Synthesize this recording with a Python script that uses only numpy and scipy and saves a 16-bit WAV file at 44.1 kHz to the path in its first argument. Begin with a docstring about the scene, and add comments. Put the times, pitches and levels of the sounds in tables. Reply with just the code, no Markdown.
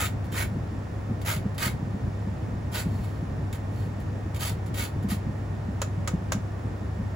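"""Zesting an orange

Short rasps of peel on a flat steel grater, close to a phone in a small kitchen: noisy bursts ring the plate.
Light touches and slides tick thinly between them; at the end three knocks shake the zest off the plate.
An appliance hums underneath as steady tones over rumble and hiss.
The hand holding the phone makes dull bumps: short low tones with a scuff of noise."""
import sys
import numpy as np
from scipy import signal
from scipy.fft import rfft, irfft, next_fast_len
from scipy.io import wavfile
from scipy.ndimage import uniform_filter1d, map_coordinates

SR = 44100
rng = np.random.default_rng(int(sys.argv[2]) if len(sys.argv) > 2 else 0)


def master_out(mix):
    """Clip the mix to full scale and print it as 16-bit PCM to the path in sys.argv[1]."""
    frames = np.transpose(np.atleast_2d(mix))
    ceiling = np.clip(frames, -1, 1)
    pcm = np.round(ceiling * 32767).astype(np.int16)
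    wavfile.write(sys.argv[1], SR, pcm)


N = 315491  # length in samples


def amp(db):
    """Turn decibels into a gain."""
    return 10 ** (np.asarray(db) / 20)


def unit(x):
    """Scale x to rms 1."""
    return x / np.sqrt(np.mean(x ** 2) + 1e-20)


def along(points, hz):
    """Read a curve of (pitch_hz, value) points on a log pitch axis."""
    point_hz, values = np.transpose(points)
    return np.interp(np.log(hz + 1), np.log(point_hz + 1), values)


def wobble(rate):
    """Draw a smooth random curve with rate knots a second."""
    knots = rng.standard_normal(int(N * rate / SR) + 4)
    return map_coordinates(knots, [np.arange(N) * rate / SR])


def filtered(x, response):
    """Filter x by a response, which may be complex, given as a function of frequency."""
    size = next_fast_len(N + SR // 2)  # spare room for ringing
    hz = np.fft.rfftfreq(size, 1 / SR)
    return irfft(rfft(x, size) * response(hz), size)[..., :N]


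def tilt(x, corner_hz):
    """Split x into what lies below and above a corner."""
    low = filtered(x, lambda hz: 1 / (1 + (hz / corner_hz) ** 8))
    return low, x - low


def band(x, centre_hz, width_hz):
    """Keep the part of x around a centre frequency."""
    return filtered(x, lambda hz: 1 / (1 + ((hz - centre_hz) / (width_hz / 2)) ** 4))


def causal(gain):
    """Give this gain its minimum-phase response, which rings only after a blow."""
    cepstrum = irfft(np.log(np.maximum(gain, 1e-6)))
    half = len(cepstrum) // 2
    folded = np.r_[cepstrum[0], 2 * cepstrum[1:half], np.zeros(half)]
    return np.exp(rfft(folded))


def spread(pair, alike):
    """Mix two unrelated signals into a left and right of the given likeness."""
    def mid_and_side(hz):
        turn = np.arccos(np.clip(along(alike, hz), -1, 1)) / 2
        return np.array([np.cos(turn), np.sin(turn)])
    mid, side = filtered(pair, mid_and_side)
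    return np.array([mid + side, mid - side])


def blow(start_s, t60, attack):
    """Shape a blow: a quick rise (attack, s), then a decay of 60 dB in t60 seconds."""
    out = np.zeros(N + SR)
    first = max(round(start_s * SR), 0)
    t = np.arange(SR // 2) / SR
    decay = np.exp(-np.log(1000) * t / t60)
    out[first:first + len(t)] = decay * (1 - np.exp(-t / attack))
    return out[:N]


def snaps(rate, scatter_db):
    """Make two streams of tiny ruptures of uneven size, about rate a second, rms 1."""
    hit = rng.random((2, N)) < rate / SR
    size = amp(scatter_db * rng.standard_normal((2, N)))
    return unit(hit * rng.choice([-1, 1], (2, N)) * size)


# colour of the kitchen air's noise: pitch_hz, level_db (relative, per Hz)
ROOM_COLOUR = [(20, -30), (42, -7.5), (75, 0), (130, -2), (220, -9.5), (400, -16.5), (700, -19),
               (1300, -26.5), (2000, -32), (3500, -43), (8000, -47.5), (10000, -47), (11700, -64),
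               (15300, -52.5)]
# how alike the air noise is at left and right: pitch_hz, coherence (1 = same), before the phone
ROOM_ALIKE = [(70, 1), (140, 0.97), (300, 0.47), (600, 0.33), (1300, 0.037), (3500, 0.22), (7500, 0.47)]
# the appliance's steady tones: pitch_hz, level_db (rms, before the phone)
HUM = [(63, -51), (71.3, -43.5), (100, -34.5), (113, -46), (292, -69.5), (1707, -72), (1755, -66.5),
       (1852, -63), (3558, -75), (4683, -82), (5410, -76)]


def kitchen():
    """The appliance's hum and faint whine over an uneven rumble and a smooth hiss."""
    t = np.arange(N) / SR
    noise = spread(rng.standard_normal((2, N)), ROOM_ALIKE)
    air = unit(filtered(noise, lambda hz: amp(along(ROOM_COLOUR, hz))))
    rumble, hiss = tilt(air, corner_hz=295)
    tones = np.zeros(N)
    for pitch_hz, level_db in HUM:
        wandering_t = t + 0.00013 * wobble(7)  # pitch is not quite steady
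        turns = pitch_hz * wandering_t + rng.random()
        tones += amp(level_db) * np.sqrt(2) * np.sin(2 * np.pi * turns)
    return amp(-33.5 + 2.2 * wobble(25)) * rumble + amp(-33.0) * hiss + tones


# the strongest dull bumps of the hand on the phone: start_s, level_db (before the mix below), pitch_hz
BUMPS = [(.516, -24, 193), (.558, -19, 136), (1.363, -20, 161), (1.455, -22, 199), (1.664, -19, 124),
         (1.82, -22.5, 147), (1.94, -22.5, 203), (2.269, -24.5, 198), (2.858, -18.5, 163),
         (2.921, -24.5, 214.5), (3.225, -24, 159), (3.384, -25, 144), (4.7, -20.5, 121), (5.045, -19, 197),
         (5.118, -21, 205), (5.682, -24.5, 207), (6.136, -17, 172), (6.349, -18.5, 203),
         (6.992, -24.5, 178)]
# colour of the hand's scuffing: pitch_hz, level_db (relative, per Hz)
SCUFF_COLOUR = [(60, -39), (130, -0.5), (220, 1), (340, -9), (520, -22), (900, -73)]
BUMP_T60_S = 0.094
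# lighter bumps at random times, one in each equal slice of the scene
NUDGE_COUNT, NUDGE_DB, NUDGE_LOW_HZ, NUDGE_HIGH_HZ = 10, -28, 117, 215


def bumping():
    """The phone's body answers each shift of the hand with a few low cycles and a scuff; the grip fidgets."""
    t = np.arange(N) / SR
    bumps = list(BUMPS)
    for slot, (when, height) in enumerate(rng.random((NUDGE_COUNT, 2))):
        start_s = (slot + when) * N / SR / NUDGE_COUNT
        pitch_hz = NUDGE_LOW_HZ + height * (NUDGE_HIGH_HZ - NUDGE_LOW_HZ)
        bumps.append((start_s, NUDGE_DB, pitch_hz))
    pushes, thumps = np.zeros(N), np.zeros(N)
    for start_s, level_db, pitch_hz in bumps:
        push = amp(level_db) * blow(start_s, BUMP_T60_S, attack=0.0033)
        pushes += push
        thumps += push * np.sin(2 * np.pi * pitch_hz * (t - start_s))
    scuff = unit(filtered(rng.standard_normal(N), lambda hz: amp(along(SCUFF_COLOUR, hz))))
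    fidget = amp(-44.5) * unit(amp(6.3 * wobble(35)))
    return amp(3.5) * thumps + scuff * (amp(-7.5) * pushes + fidget)


# how long the room's echo takes to die by 60 dB: pitch_hz, t60_s
WALLS = [(200, 0.23), (2000, 0.22), (7000, 0.18), (15000, 0.14)]


def walls(x):
    """The room's short answer: decaying noise that dies faster in the treble."""
    noise = rng.standard_normal((2, SR // 2))
    hz, t, z = signal.stft(noise, SR, nperseg=256)
    decay = np.exp(-np.log(1000) * t / along(WALLS, hz)[:, None])
    tail = signal.istft(z * decay, SR, nperseg=256)[1]
    tail = np.pad(tail / np.linalg.norm(tail[0]), ((0, 0), (SR // 200, 0)))  # starts 5 ms late
    return signal.fftconvolve(x, tail, axes=1)[:, :N]


# resonances of the grater plate: pitch_hz, width_hz, rubbed_db, knocked_db (both relative)
PLATE = [(614, 69, 3.5, 7.5), (942, 30, 7.5, 11), (1247, 59, 3, 3), (1497, 36, 2, -9), (1898, 54, 4, -5),
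         (2196, 64, 4.5, 2.5), (2970, 34, -13, 3), (3150, 37, 1, -4), (3690, 70, -1.5, -6),
         (4530, 80, -1, -4), (5270, 31, -19, 4), (5670, 45, -14, -3), (7040, 110, -2.5, 1.5)]
# how alike the grater is at left and right: pitch_hz, coherence (1 = same), before the phone
GRATER_ALIKE = [(300, 0.98), (700, 0.62), (1700, 0.25), (3500, 0.69), (5500, 0.41), (7200, 0.73)]
RUBBED, KNOCKED = 2, 3  # level columns of PLATE


def plate(force, spectrum, ring, column):
    """A force on the grater, heard through its broad colour and its narrow resonances."""
    def response(hz):
        modes = np.zeros(len(hz))
        for mode in PLATE:
            detuning = 2 * (hz - mode[0]) / mode[1]
            modes += amp(mode[column]) ** 2 / (1 + detuning ** 2)
        return causal(unit(amp(along(spectrum, hz)) * np.sqrt(1 + ring ** 2 * modes)))
    return spread(filtered(force, response), GRATER_ALIKE)


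# knocks on the grater: start_s, level_db (before the plate), rebound_after_s, rebound_db (relative)
KNOCKS = [(5.8166, -28.5, 0.0041, -9.5), (6.075, -30, 0.0063, -8.5), (6.3202, -25.5, 0.009, -13)]
# broad colour of a knock: pitch_hz, level_db (relative, per Hz)
KNOCK_COLOUR = [(150, -13), (600, -7), (850, -11.5), (1350, -2), (2400, -11), (3100, -12), (4100, -13),
                (5500, -13.5), (7000, -8), (8500, -15.5), (10000, -14.5), (12200, -26), (15000, -21.5)]


def knocking():
    """Each knock starts with a hard crack and rattles the hand-damped plate, with a quick rebound."""
    force = np.zeros(N)
    for start_s, level_db, rebound_after_s, rebound_db in KNOCKS:
        crack = amp(1.5) * blow(start_s, t60=0.016, attack=0.00048)
        rattle = blow(start_s, t60=0.051, attack=0.0009)
        rebound = amp(rebound_db) * blow(start_s + rebound_after_s, t60=0.069, attack=0.00056)
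        force += amp(level_db) * (crack + rattle + rebound)
    return amp(2.5) * plate(force * rng.standard_normal((2, N)), KNOCK_COLOUR, ring=1.0, column=KNOCKED)


# a firm touch damps itself sooner: its t60, its level, and the drop in level that doubles t60
TOUCH_T60_S, FIRM_DB, DOUBLING_DB = 0.079, -37, 22


def touch(start_s, level_db):
    """Envelope of the peel meeting the teeth; light touches linger."""
    t60_s = TOUCH_T60_S * 2 ** ((FIRM_DB - level_db) / DOUBLING_DB)
    return amp(level_db) * blow(start_s, t60_s, attack=0.00038)


# cutting strokes, also played by grating(): start_s, bite_s, drag_s, level_db (before the plate),
# flex_db (relative, before a common cut), scrape_db (relative)
STROKES = [(-.012, .016, 0.057, -34, 4, -1), (.318, 0.065, 0.046, -36, 5, -1),
           (1.248, 0.031, 0.065, -34.5, 2.5, -1.5), (1.58, 0.05, .048, -33.5, 4, 2.5),
           (2.717, 0.042, 0.053, -37, 1.5, 0.5), (4.39, 0.041, 0.064, -36, -1.5, 2),
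           (4.76, 0.029, 0.064, -37.5, 0, 2.5), (5.085, .028, 0.011, -37.5, 1, 1)]
# the peel touches the teeth: start_s, level_db (before the plate)
TOUCHES = [(.243, -55), (.323, -46), (1.214, -47.5), (1.364, -40.5), (1.545, -55), (1.58, -38),
           (3.037, -50), (3.527, -42.5), (3.546, -52), (3.999, -53.5), (4.345, -45.5), (4.361, -43),
           (4.405, -38), (4.661, -49), (4.741, -39), (4.756, -47), (5.027, -54), (5.086, -46)]
# the peel slides lightly without cutting: middle_s, half_length_s, level_db (before the plate)
GLIDES = [(3.0, 0.18, -59.5), (3.804, .08, -59)]
# the sliding peel's faint squeak: pitch_hz, width_hz, gain_db (on that band of the slide)
GLIDE_SQUEAK = (4320, 270, 2.6)
# broad colour of rubbing, also used by grating(): pitch_hz, level_db (relative, per Hz)
RASP_COLOUR = [(200, -13), (550, -6.5), (1000, -8), (1450, -1), (2000, -3.5), (2700, -6), (4200, -8.5),
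               (5600, -13.5), (7200, -9.5), (9600, -6), (12000, -14), (14200, -7.5), (15300, -13)]
# the peel snags just before the deepest bite, at a level relative to its stroke
SNAG_LEAD_S, SNAG_DB = 0.0044, -10
GLIDE_FADE_DB = 9  # drop at half length from the middle


def brushing():
    """Touches, snags and glides only tick the tips of the teeth, so they sound thin."""
    t = np.arange(N) / SR
    meetings = list(TOUCHES)
    for start_s, bite_s, _, level_db, *_ in STROKES:
        meetings.append((start_s + bite_s - SNAG_LEAD_S, level_db + SNAG_DB))
    touches = snaps(rate=4000, scatter_db=3.5) * sum(touch(s, db) for s, db in meetings)
    sliding = np.zeros(N)
    for middle_s, half_s, level_db in GLIDES:
        sliding += amp(level_db - GLIDE_FADE_DB * ((t - middle_s) / half_s) ** 2)
    glides = snaps(rate=3000, scatter_db=0) * sliding
    squeak_hz, width_hz, squeak_db = GLIDE_SQUEAK
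    squeak = amp(squeak_db) * band(glides, squeak_hz, width_hz)
    flex, rasp = tilt(touches + glides + squeak, corner_hz=2350)
    return plate(amp(7) * rasp + amp(-2) * flex, RASP_COLOUR, ring=2.3, column=RUBBED)


# a stroke swells as the teeth bite in, sags while the peel drags, and dies as the fruit lifts
CONTACT_S, BITE_DB, SAG_DB_PER_S, LIFT_DB_PER_S = .002, 15.5, 83, 460


def stroke(start_s, bite_s, drag_s):
    """Envelope of one stroke, top 1: bite in, drag, lift off."""
    t = np.arange(N) / SR - start_s
    swell_db = BITE_DB * np.minimum(t / bite_s - 1, 0)
    sag_db = SAG_DB_PER_S * np.clip(t - bite_s, 0, drag_s)
    lift_db = LIFT_DB_PER_S * np.maximum(t - bite_s - drag_s, 0)
    return amp(swell_db - sag_db - lift_db) * np.clip(t / CONTACT_S, 0, 1)


def shifting(x, depth_db):
    """The fruit damps the plate at a moving spot, so narrow bands of sound come and go."""
    z = signal.stft(x, nperseg=1024)[2]
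    field = rng.standard_normal(z.shape[1:])
    field = uniform_filter1d(field, size=3, axis=0)  # smooth over pitch
    field = uniform_filter1d(field, size=5, axis=1)  # smooth over time
    gain = unit(amp(depth_db * unit(field)))
    return signal.istft(z * gain, nperseg=1024)[1][:, :N]


def grating():
    """Teeth burst the peel's cells in dense clumps; at the height of a stroke the plate flexes most."""
    # rows of teeth, and single teeth, catch and let go
    catching = unit(amp(1.0 * wobble(90) + 0.94 * wobble(320)))
    ruptures = snaps(rate=4000, scatter_db=3)
    tearing = unit(ruptures + .5 * rng.standard_normal((2, N))) * catching
    flex = band(tearing, centre_hz=1800, width_hz=1500)
    scrape = band(tearing, centre_hz=4550, width_hz=900)
    force = np.zeros((2, N))
    for start_s, bite_s, drag_s, level_db, flex_db, scrape_db in STROKES:
        push = stroke(start_s, bite_s, drag_s)
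        bending = amp(flex_db - 2.5) * push ** 0.16
        colour = tearing + (bending - 1) * flex + (amp(scrape_db) - 1) * scrape
        force += amp(level_db) * push * colour
    return amp(7.0) * plate(shifting(force, depth_db=2.5), RASP_COLOUR, ring=1.28, column=RUBBED)


def scene():
    """The grater and its echo in the humming kitchen, with the hand's bumps on the phone."""
    grater = grating() + brushing() + knocking()
    return grater + amp(-9.5) * walls(grater) + kitchen() + bumping()


# phase by which the phone's left channel leads the right: pitch_hz, lead_half_turns
PORTS = [(0, 0), (2200, -.08), (3000, -.33), (4500, -.12), (7700, -.03), (8100, -1), (9400, -1), (10700, 0),
         (11800, 0), (12700, 1), (13600, 1), (15000, 2)]
MONO_ABOVE_HZ, TOP_HZ = 8000, 15800  # treble mostly shared above the first, nothing from the second up


def record(dry):
    """The phone favours the right in the mids, shares most treble between channels and turns their phase."""
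    shared = filtered(dry[0] - dry, lambda hz: hz >= MONO_ABOVE_HZ)
    pair = dry + .9 * shared  # right's treble moves most of the way to left's
    sides = np.array([[.5], [-.5]])  # left, right

    def ports(hz):
        # left level over right, in dB
        lean_db = along([(150, 0.63), (300, -1.05), (7800, -2.0), (8300, -0.74)], hz)
        lead = np.interp(hz, *np.transpose(PORTS))
        return amp(sides * lean_db) * np.exp(1j * np.pi * sides * lead) * (hz < TOP_HZ)
    return filtered(pair, ports)


dry = scene()
out = record(dry)
master_out(out)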